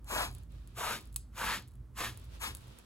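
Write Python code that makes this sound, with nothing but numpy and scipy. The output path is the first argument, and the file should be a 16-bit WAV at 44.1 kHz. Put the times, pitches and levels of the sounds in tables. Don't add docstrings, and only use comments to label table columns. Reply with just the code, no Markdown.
import sys
import numpy as np
from scipy import signal
from scipy.fft import rfft, irfft, next_fast_len
from scipy.io import wavfile
from scipy.ndimage import uniform_filter1d, map_coordinates

SR = 44100
rng = np.random.default_rng(int(sys.argv[2]) if len(sys.argv) > 2 else 0)


def unload_wav(signal):
    wavfile.write(
        sys.argv[1],
        SR,
        np.round(np.clip(np.atleast_2d(signal).T, -1, 1) * 32767).astype(np.int16),
    )


N = 125685
T = np.arange(N) / SR


def amp(db):
    return 10 ** (np.asarray(db) / 20)


def unit(x):
    return x / np.sqrt(np.mean(x ** 2) + 1e-20)


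def along(points, hz):
    frequency, value = np.transpose(points)
    return np.interp(np.log(hz + 0.0013), np.log(frequency + 1e-3), value)


def wobble(rate):
    return map_coordinates(rng.standard_normal(2000), [T * rate], mode="wrap")


def filtered(x, response):
    size = next_fast_len(N + 8192)
    spectrum = rfft(x, size) * response(np.fft.rfftfreq(size, 1 / SR))
    return irfft(spectrum, size)[..., :N]


def coloured(x, spectrum):
    return unit(filtered(x, lambda hz: amp(along(spectrum, hz))))


def gate(start, length, rise, fall):
    opening = (1 + np.tanh((T - start) / rise / 2)) / 2
    closing = (1 - np.tanh((T - start - length) / fall / 2)) / 2
    return opening * closing


# (time [s], level [dB])
RUMBLE_LEVEL = [(0, -51), (.15, -51), (.32, -43), (.46, -48), (.7, -48), (1.05, -52), (1.2, -47.5),
                (1.3, -53), (1.42, -50.5), (1.8, -49.5), (1.88, -53), (2.05, -46), (2.33, -50), (2.45, -51),
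                (2.53, -44), (2.6, -54), (2.69, -51), (2.76, -63)]
# (frequency [Hz], relative level [dB])
RUMBLE_COLOUR = [(20, -29), (36, -40), (45, -14.5), (53, 9.5), (60, -6.5), (72, -4.5), (86, -8),
                 (104, -12.5), (122, -5.5), (145, -22), (250, -26), (400, -36), (800, -106)]
# (frequency [Hz], relative level [dB])
AIR_COLOUR = [(30, -19), (130, 0.5), (250, -2.5), (400, -13), (700, -20), (1300, -20.5), (2500, -32),
              (6000, -36.5), (11000, -35.5), (16000, -40)]
AIR_DB = -64.5


def workshop(rumble_side_db=-21, air_side_db=-9, pan_db=-2.05):
    level = amp(np.interp(T, *np.transpose(RUMBLE_LEVEL)))
    rumble = level * coloured(rng.standard_normal((2, N)), RUMBLE_COLOUR) * amp([[0], [rumble_side_db]])
    air = amp(AIR_DB) * coloured(rng.standard_normal((2, N)), AIR_COLOUR) * amp([[0], [air_side_db]])
    mid, side = rumble + air
    return np.array([mid + side, mid - side]) * amp([[pan_db / 2], [-pan_db / 2]])


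# (frequency [Hz], share of the nominal difference)
PAN_SHAPE = [(300, -.25), (600, .5), (1050, 1.1), (2000, .65), (4000, .3), (7000, 0)]
# (frequency [Hz], phase [rad])
PORT_PHASE = [(250, -0.66), (600, 0.84), (1200, -0.29), (3000, -0.088)]
SPLIT_HZ, TREBLE_LAG_S = 5000, .000217


def ports(x, pan_db, lead_ms):
    def response(hz):
        treble = (1 + np.tanh((hz - SPLIT_HZ) / 400)) / 2
        low_cycles = (1 - treble) * hz * lead_ms / 1000
        treble_cycles = treble * (1.5 - hz * TREBLE_LAG_S)
        phase = 2 * np.pi * (low_cycles + treble_cycles) + along(PORT_PHASE, hz)
        half = amp(pan_db * along(PAN_SHAPE, hz) / 2)
        return np.array([half * np.exp(1j * phase), 1 / half])
    return filtered(x, response)


# (time [s], level [dB])
TICKS = [(0.045, -35), (0.35, -25.5), (0.384, -34), (0.521, -41), (0.675, -32.5), (1.027, -40),
         (1.074, -40), (1.1285, -35), (1.1435, -32), (1.1614, -6.5), (1.1650, -12.5), (1.6835, -37),
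         (2.1745, -26), (2.5501, -17), (2.5535, -34), (2.5705, -27), (2.7878, -28)]
# (frequency [Hz], gain [dB])
TICK_COLOUR = [(400, -28), (1200, -14.5), (1700, -19.5), (2600, -10), (4000, -5), (5700, -12), (8000, 3),
               (10300, 6.5), (13000, -6), (16000, -3)]
TICK_RING_DB, TICK_T60_S = -6, 0.034


def crumbs():
    out, t = np.zeros(N + SR), T[:2048]
    for time, db in list(TICKS) + strays():
        tick = rng.standard_normal(len(t)) * amp(-60 * t / TICK_T60_S)
        tick *= amp(TICK_RING_DB) / np.linalg.norm(tick)
        tick[0] += 1
        out[round(time * SR):][:len(t)] += amp(db) * tick
    ticks = filtered(out[:N], lambda hz: amp(along(TICK_COLOUR, hz)))
    return ports(ticks, pan_db=10, lead_ms=0.022)


GRIT_PER_S, GRIT_SHARE = 1500, 0.24


def friction():
    grit = (rng.random(N) < GRIT_PER_S / SR) * rng.standard_normal(N)
    fibres = np.sqrt(1 - GRIT_SHARE) * rng.standard_normal(N)
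    return fibres + np.sqrt(GRIT_SHARE) * unit(grit)


def wide(width):
    mid, side = friction(), width * friction()
    return np.array([mid + side, mid - side])


# (centre [Hz], width [Hz], relative level [dB])
BOARD = [(415, 17, 4.5), (1270, 31, -7.5)]
BOARD_DB = -10


def board(hz):
    ringing = sum(amp(db) * 1j * hz * width / (centre ** 2 - hz ** 2 + 1j * hz * width)
                  for centre, width, db in BOARD)
    return 1 + amp(BOARD_DB) * ringing


EARLY_DB, EARLY_S = -19, .012


def nearby(x, count=6):
    delays = (.001 + EARLY_S * rng.random(count)) * SR
    gains = amp(EARLY_DB) * rng.choice([-1, 1], count)
    copies = sum(gain * np.pad(x, ((0, 0), (int(delay), 0)))[:, :N] for delay, gain in zip(delays, gains))
    return (x + copies) / np.sqrt(1 + np.sum(gains ** 2))


# (time the rag lands [s], length [s],
# rise [s], fall [s], hiss [dB], rub [dB], mid-stroke rub centre [Hz], nominal left excess [dB], left lead [ms])
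STROKES = [(0.1, 0.16, 0.013, 0.015, -39, -33.5, 1090, 6, 0.16),
           (0.776, 0.19, 0.0082, 0.014, -41.5, -36.5, 1240, 4, 0.072),
           (1.378, 0.2, 0.013, 0.013, -41.5, -36, 1410, 3, 0.048),
           (1.974, 0.11, 0.007, 0.019, -41, -37.5, 1480, 2.5, 0.046),
           (2.411, 0.079, 0.0057, .016, -40, -43, 1350, 9, 0.17)]
# (multiple of its centre, relative level [dB])
RUB_SHAPE = [(.1, -9.5), (.25, -10.5), (.5, -4), (.8, 1), (1.15, 1), (1.8, -9.5), (3, -19.5), (5, -28),
             (12, -62)]
# (frequency [Hz], relative level [dB])
FIBRE_COLOUR = [(200, -41), (1000, -2.5), (2800, 0), (5000, -7.5), (7000, -4), (9000, -3), (11500, -4),
                (14000, -9), (16000, -19.5)]
# (frequency [Hz], relative level [dB])
SCRAPE_COLOUR = [(1000, -30), (1700, -4), (2500, -5.5), (3600, -2), (5000, -7), (9000, -32)]
ARCH_DB, GLIDE_OCT = 7, 0.43
SCRAPE_DB, SCRAPE_GROWS_DB = -4.5, 15.5
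RAG_WIDTH, FIBRE_WIDTH = .2, 0.17


def strokes(rub_rough_db=1.47, scrape_rough_db=2.0, hiss_rough_db=0.77, patchy_db=2):
    hz, t, slips = signal.stft(filtered(wide(RAG_WIDTH), board), SR, nperseg=512)
    patches = uniform_filter1d(rng.standard_normal(slips.shape[1:]), size=3, axis=0)
    patches = unit(uniform_filter1d(patches, size=5, axis=1))
    slips = slips * amp(patchy_db * patches)
    hiss = coloured(wide(FIBRE_WIDTH), FIBRE_COLOUR) * amp(hiss_rough_db * wobble(70))
    scrape = coloured(wide(RAG_WIDTH), SCRAPE_COLOUR) * amp(scrape_rough_db * wobble(60))
    judder = amp(rub_rough_db * wobble(110))
    out = np.zeros((2, N))
    for start, length, rise, fall, hiss_db, rub_db, centre_hz, pan_db, lead_ms in STROKES:
        way = np.clip((T - start) / length, 0, 1) - .5
        arch_db = -ARCH_DB * (2 * way) ** 2
        centre = centre_hz * 2 ** (GLIDE_OCT * np.interp(t, T, way))
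        shaped = slips * amp(along(RUB_SHAPE, hz[:, None] / centre))
        rub = unit(signal.istft(shaped, SR, nperseg=512)[1][:, :N])
        rub = rub * judder * amp(rub_db + arch_db)
        heap = scrape * amp(SCRAPE_DB + SCRAPE_GROWS_DB * way + arch_db)
        bright = amp(hiss_db) * (hiss + heap)
        stroke = gate(start, length, rise, fall) * (rub + bright)
        out += ports(nearby(stroke), pan_db, lead_ms)
    return out


# (frequency [Hz], relative level [dB])
THUD_COLOUR = [(50, -16), (110, -12.5), (180, -0.5), (370, -6), (550, -17.5), (1200, -50)]
THUD_DB, THUD_LEAD_S, THUD_S = -52, 0.034, 0.051


def thuds():
    level = sum(gate(start + length - THUD_LEAD_S, THUD_S, .008, .02) for start, length, *_ in STROKES)
    return amp(THUD_DB) * level * coloured(friction(), THUD_COLOUR)


STRAY_DB, STRAY_S, STRAY_FADE_DB_PER_S = -36.5, 0.18, 51


def strays(count=9, scatter_db=4):
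    after = STRAY_S * rng.random((len(STROKES), count))
    ends = np.array([[start + length + fall] for start, length, rise, fall, *_ in STROKES])
    db = STRAY_DB - STRAY_FADE_DB_PER_S * after + scatter_db * rng.standard_normal(after.shape)
    return list(zip((ends + after).ravel(), db.ravel()))


# (time [s], length [s], level before roughness and panning [dB])
SWINGS = [(0.351, 0.088, -64), (0.498, 0.5, -69), (0.99, .1, -64), (2.127, 0.26, -61), (2.505, 0.43, -62)]
# (frequency [Hz], relative level [dB])
SLEEVE_COLOUR = [(120, 5.5), (250, 1), (500, 3.5), (800, -3), (1250, 0), (2000, -4.5), (3600, -2.5),
                 (6000, -11), (11000, -14), (16000, -21)]


def sleeve(rough_db=1.7, width=1.0):
    level = sum(amp(db) * gate(start, length, 0.0028, 0.022) for start, length, db in SWINGS)
    rustle = amp(rough_db * wobble(25.46)) * coloured(wide(width), SLEEVE_COLOUR)
    return ports(level * rustle, pan_db=-2, lead_ms=0.066)


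# (frequency [Hz], time to fall 60 dB [s])
ROOM_T60 = [(200, .4), (1500, 0.18), (5000, 0.3), (10000, 0.17), (16000, 0.12)]
ROOM_DB = -12


def room(x, spread_db=-5):
    hz, t, noise = signal.stft(rng.standard_normal((3, SR // 2)), SR, nperseg=256)
    decay = amp(-60 * t / along(ROOM_T60, hz)[:, None])
    tails = signal.istft(noise * decay, SR, nperseg=256)[1]
    pair = tails[0] + amp(spread_db) * tails[1:]
    return signal.fftconvolve(x, pair / np.linalg.norm(pair[0]), axes=1)[:, :N]


def scene():
    near = strokes() + thuds() + crumbs() + sleeve()
    return near + amp(ROOM_DB) * room(near) + workshop()


TOP_HZ = 16200


def record(dry):
    return filtered(dry, lambda hz: 1 / np.sqrt(1 + (hz / TOP_HZ) ** 160))


dry = scene()
out = record(dry)
unload_wav(out)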